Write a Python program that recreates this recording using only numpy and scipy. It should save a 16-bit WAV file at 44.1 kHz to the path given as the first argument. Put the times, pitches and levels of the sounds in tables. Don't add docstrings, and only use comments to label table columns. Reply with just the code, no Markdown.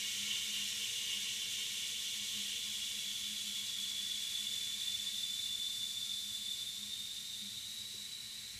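import sys
import numpy as np
from scipy import signal
from scipy.fft import rfft, irfft, next_fast_len
from scipy.io import wavfile
from scipy.ndimage import map_coordinates

SR = 44100
rng = np.random.default_rng(int(sys.argv[2]) if len(sys.argv) > 2 else 0)


def dump_mix(stems):
    frames = np.atleast_2d(stems).T
    limited = np.clip(frames, -1, 1)
    pcm = np.round(limited * 32767).astype(np.int16)
    wavfile.write(sys.argv[1], SR, pcm)


N = 378819

# time in seconds, mean jet level in dB before the tank, closure from 0 to 1.
VALVE_COURSE = [(0, -42.5, 0), (1.2, -43.5, 0.01), (2.5, -44, 0.33), (3.7, -45, 0.6), (4.6, -44.5, 0.66),
                (5.4, -45.5, 0.79), (6.2, -46, 0.91), (7, -48, 0.85), (7.7, -48.5, 0.88),
                (8.59, -50.5, 0.87)]
# frequency in Hz, relative dB per Hz valve open, the same nearly shut.
JET_COLOUR = [(200, -21, -29), (450, -23.5, -27.5), (770, -29.5, -26.5), (1340, -25, -22.5),
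              (1960, -15, -17.5), (2340, 1.5, -13), (3160, -5.5, -2.5), (3980, 6, 8), (4540, -0.5, 2),
              (5000, -1, -1), (6250, 2.5, -3), (8050, -0.5, 0), (8780, -4, -4), (10560, -6.5, -5),
              (13500, -12, -10.5), (15100, -16.5, -16)]
# frequency in Hz, relative dB per Hz.
GUSH_COLOUR = [(200, -58), (420, -21.5), (600, -44), (1080, -29), (1350, -53), (1750, -21), (2250, -13.5),
               (2550, -11.5), (2830, 1), (3070, 1.5), (3300, -7), (3800, -33), (5000, -63)]
# centre in seconds, rise in dB.
GUSH_SURGES = [(.32, 5.5), (.59, 3), (.85, 3), (1.13, 6), (1.28, 4), (1.6, 2.5), (2.4, 3), (2.54, 4)]
# time in seconds, level in dB before the tank.
PIPE_COURSE = [(0, -57.5), (1.5, -62.5), (4.8, -61.5), (6, -66), (7.7, -66), (8.59, -63)]
# frequency in Hz, relative dB per Hz.
PIPE_COLOUR = [(300, -28), (800, -22), (1250, -17.5), (1450, -12), (1850, -1), (2300, 2.5), (2600, 3),
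               (3100, -11), (5000, -42)]
# time in seconds, pitch in Hz, width in Hz.
WHISTLE_COURSE = [(0, 3470, 390), (2.2, 3395, 255), (4, 3428, 112), (4.6, 3475, 92), (5.6, 3526, 80),
                  (6.5, 3540, 115), (7.5, 3704, 250), (7.85, 3872, 150), (8.59, 3990, 220)]
# centre in Hz, width in Hz, gain in dB.
TANK_RINGS = [(476, 40, 14), (694, 22, 11.5), (837, 28, 9), (1084.7, 51, 16), (1379, 28, 15.5),
              (1470, 15.5, 12.5), (1492, 13, 9.5), (1648, 20, 10), (1827, 40, 9), (1925, 21, 10.5),
              (2217, 45, 9), (2536, 54, -6.5), (2756, 26, 4.5), (2867, 21, 10.5), (2940, 65, -3.5),
              (3080, 31, 9), (3280, 49, -5), (3396, 12, 10.5), (3400, 23, -12.5), (3390, 41, 5),
              (3512, 27, 6.5), (3656, 16, 9.5), (3800, 10, 6.5), (3760, 28, -9), (3870, 21, 6.5),
              (3990, 17, 4.5), (4000, 15, 3), (4010, 33, -8.5), (4153, 23, 7.5), (4203, 64, -7.5),
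              (4420, 22, 10), (4424, 54, -8.5), (4510, 38, 5), (4830, 22, 7.5), (5450, 25, 8),
              (5754, 33, 10), (6170, 40, 8), (7530, 26, 3), (7640, 33, 5.5), (8140, 30, 1.5)]
# centre in seconds, peak in dB.
LOW_NOTE_SWELLS = [(.03, -58), (.24, -55.5), (1.17, -57), (2.39, -55), (2.97, -58), (3.31, -54),
                   (3.49, -57), (6.88, -60), (7.45, -55)]
# frequency in Hz, relative dB per Hz.
AIR_COLOUR = [(15, -38), (28, -14), (38, -2.5), (60, -1.5), (95, 2), (135, -3), (180, -3.5), (230, 0),
              (270, -10.5), (420, -9), (560, -16.5), (1200, -15.5), (4000, -25.5)]
# start in seconds, pitch in Hz, nominal level in dB, t60 in seconds.
BUMPS = [(.819, 600, -64, .03), (7.94, 420, -61.5, 0.14), (8.554, 55.4, -51, .2)]

GUSH_OPEN_DB = -48
SURGE_HALF_S, SWELL_HALF_S = 0.05, 0.039
WHISTLE_DB = 1.82
FOCUS_DB_PER_HALVING = 3
BOOM_HZ, BOOM_DB = 206.6, -22
TOP_HZ = 15330


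def amp(db):
    return 10 ** (np.asarray(db) / 20)


def unit(x):
    return x / np.sqrt(np.mean(np.abs(x) ** 2) + 1e-20)


def curves(rows):
    s, *cols = np.transpose(rows)
    t = np.arange(N) / SR
    return [np.interp(t, s, c) for c in cols]


def wobble(rate_hz):
    knots = rng.standard_normal(int(N * rate_hz / SR) + 4)
    return map_coordinates(knots, [np.arange(N) * rate_hz / SR])


def swells(rows, half_s):
    t = np.arange(N) / SR
    return sum(height * np.exp(-((t - s) / half_s) ** 2) for s, height in rows)


def filtered(x, response):
    size = next_fast_len(N + SR // 2)
    freqs_hz = np.fft.rfftfreq(size, 1 / SR)
    return irfft(rfft(x, size) * response(freqs_hz), size)[:N]


def noise(colour):
    f, db = np.transpose(colour)
    white = rng.standard_normal(N)
    return unit(filtered(white, lambda hz: amp(np.interp(np.log(hz + 1), np.log(f), db))))


def narrow_noise(pitch_hz, width_hz, skirt):
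    steps = 32
    clock = np.cumsum(width_hz * np.ones(N)) * steps / SR
    size = next_fast_len(int(clock[-1]) + 2)
    detune = np.fft.fftfreq(size, 1 / (2 * steps))
    push = rng.standard_normal((size, 2)) @ [1, 1j]
    resonance = 1 / (1 + 1j * detune) / (1 + 1j * detune / skirt) ** 2
    drift = np.fft.ifft(np.fft.fft(push) * resonance)
    carrier = np.exp(2j * np.pi * np.cumsum(pitch_hz * np.ones(N)) / SR)
    return unit((np.interp(clock, np.arange(size), drift) * carrier).real)


def valve():
    jet_db, closure = curves(VALVE_COURSE)
    return jet_db, np.clip(closure, 0, 1)


def jet():
    jet_db, closure = valve()
    hz, open_db, shut_db = np.transpose(JET_COLOUR)
    wide = noise(np.c_[hz, open_db])
    tight = noise(np.c_[hz, shut_db])
    hiss = np.sqrt(1 - closure) * wide + np.sqrt(closure) * tight
    return amp(jet_db + 0.4 * wobble(30)) * hiss


def gush():
    _, closure = valve()
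    level_db = GUSH_OPEN_DB + swells(GUSH_SURGES, SURGE_HALF_S) + 0.51 * wobble(14)
    surge = (1 - closure) * amp(level_db)
    song = surge / surge.max() * narrow_noise(pitch_hz=2844, width_hz=37, skirt=2.5)
    return surge * (noise(GUSH_COLOUR) + amp(-5) * song)


def pipe():
    pipe_db, = curves(PIPE_COURSE)
    return amp(pipe_db) * noise(PIPE_COLOUR)


def whistle():
    jet_db, _ = valve()
    pitch_hz, width_hz = curves(WHISTLE_COURSE)
    halvings = np.log2(100 / width_hz)
    note = narrow_noise(pitch_hz, width_hz, skirt=3.5)
    octave = narrow_noise(2 * pitch_hz, 2 * width_hz, skirt=3.5)
    level_db = jet_db + WHISTLE_DB + FOCUS_DB_PER_HALVING * halvings
    return amp(level_db) * (note + amp(-15.5) * octave)


def tank(x):
    def gain(f):
        return amp(sum(db / (1 + (2 * (f - hz) / width) ** 2) for hz, width, db in TANK_RINGS))
    return filtered(x, gain)


def tiles(x, t60_s, wet_db):
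    t = np.arange(SR // 2) / SR
    tail = rng.standard_normal(len(t)) * amp(-60 * t / t60_s)
    echo = signal.fftconvolve(x, tail / np.linalg.norm(tail))[:N]
    return (x + amp(wet_db) * echo) / np.sqrt(1 + amp(wet_db) ** 2)


def boom():
    jet_db, _ = valve()
    murmur = amp(jet_db + BOOM_DB) * narrow_noise(BOOM_HZ, width_hz=10, skirt=4.3)
    ring_hz = BOOM_HZ + 3 * wobble(25.16)
    ring = np.sin(2 * np.pi * np.cumsum(ring_hz) / SR)
    peaks = [(s, amp(db)) for s, db in LOW_NOTE_SWELLS]
    return murmur + ring * swells(peaks, SWELL_HALF_S)


def background():
    mode = narrow_noise(pitch_hz=113, width_hz=12, skirt=6.8)
    return amp(-67) * noise(AIR_COLOUR) + amp(-72.5) * mode


def knocks():
    out = np.zeros(N)
    for start_s, hz, db, t60_s in BUMPS:
        t = np.maximum(np.arange(N) / SR - start_s, 0)
        ring = 0.4 * np.sin(2 * np.pi * hz * t)
        puff = 0.94 * narrow_noise(hz, 0.6 * hz, skirt=3.3)
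        onset = 1 - np.exp(-t / 0.0027)
        out += amp(db + 0.5 - 60 * t / t60_s) * onset * (ring + puff)
    return out


def scene():
    water = tank(jet() + gush() + pipe() + whistle())
    water = tiles(water, t60_s=0.5, wet_db=-14)
    return np.tile(water + boom() + background() + knocks(), (2, 1))


def record(dry):
    return np.array([filtered(channel, lambda hz: hz < TOP_HZ) for channel in dry])


dry = scene()
out = record(dry)
dump_mix(out)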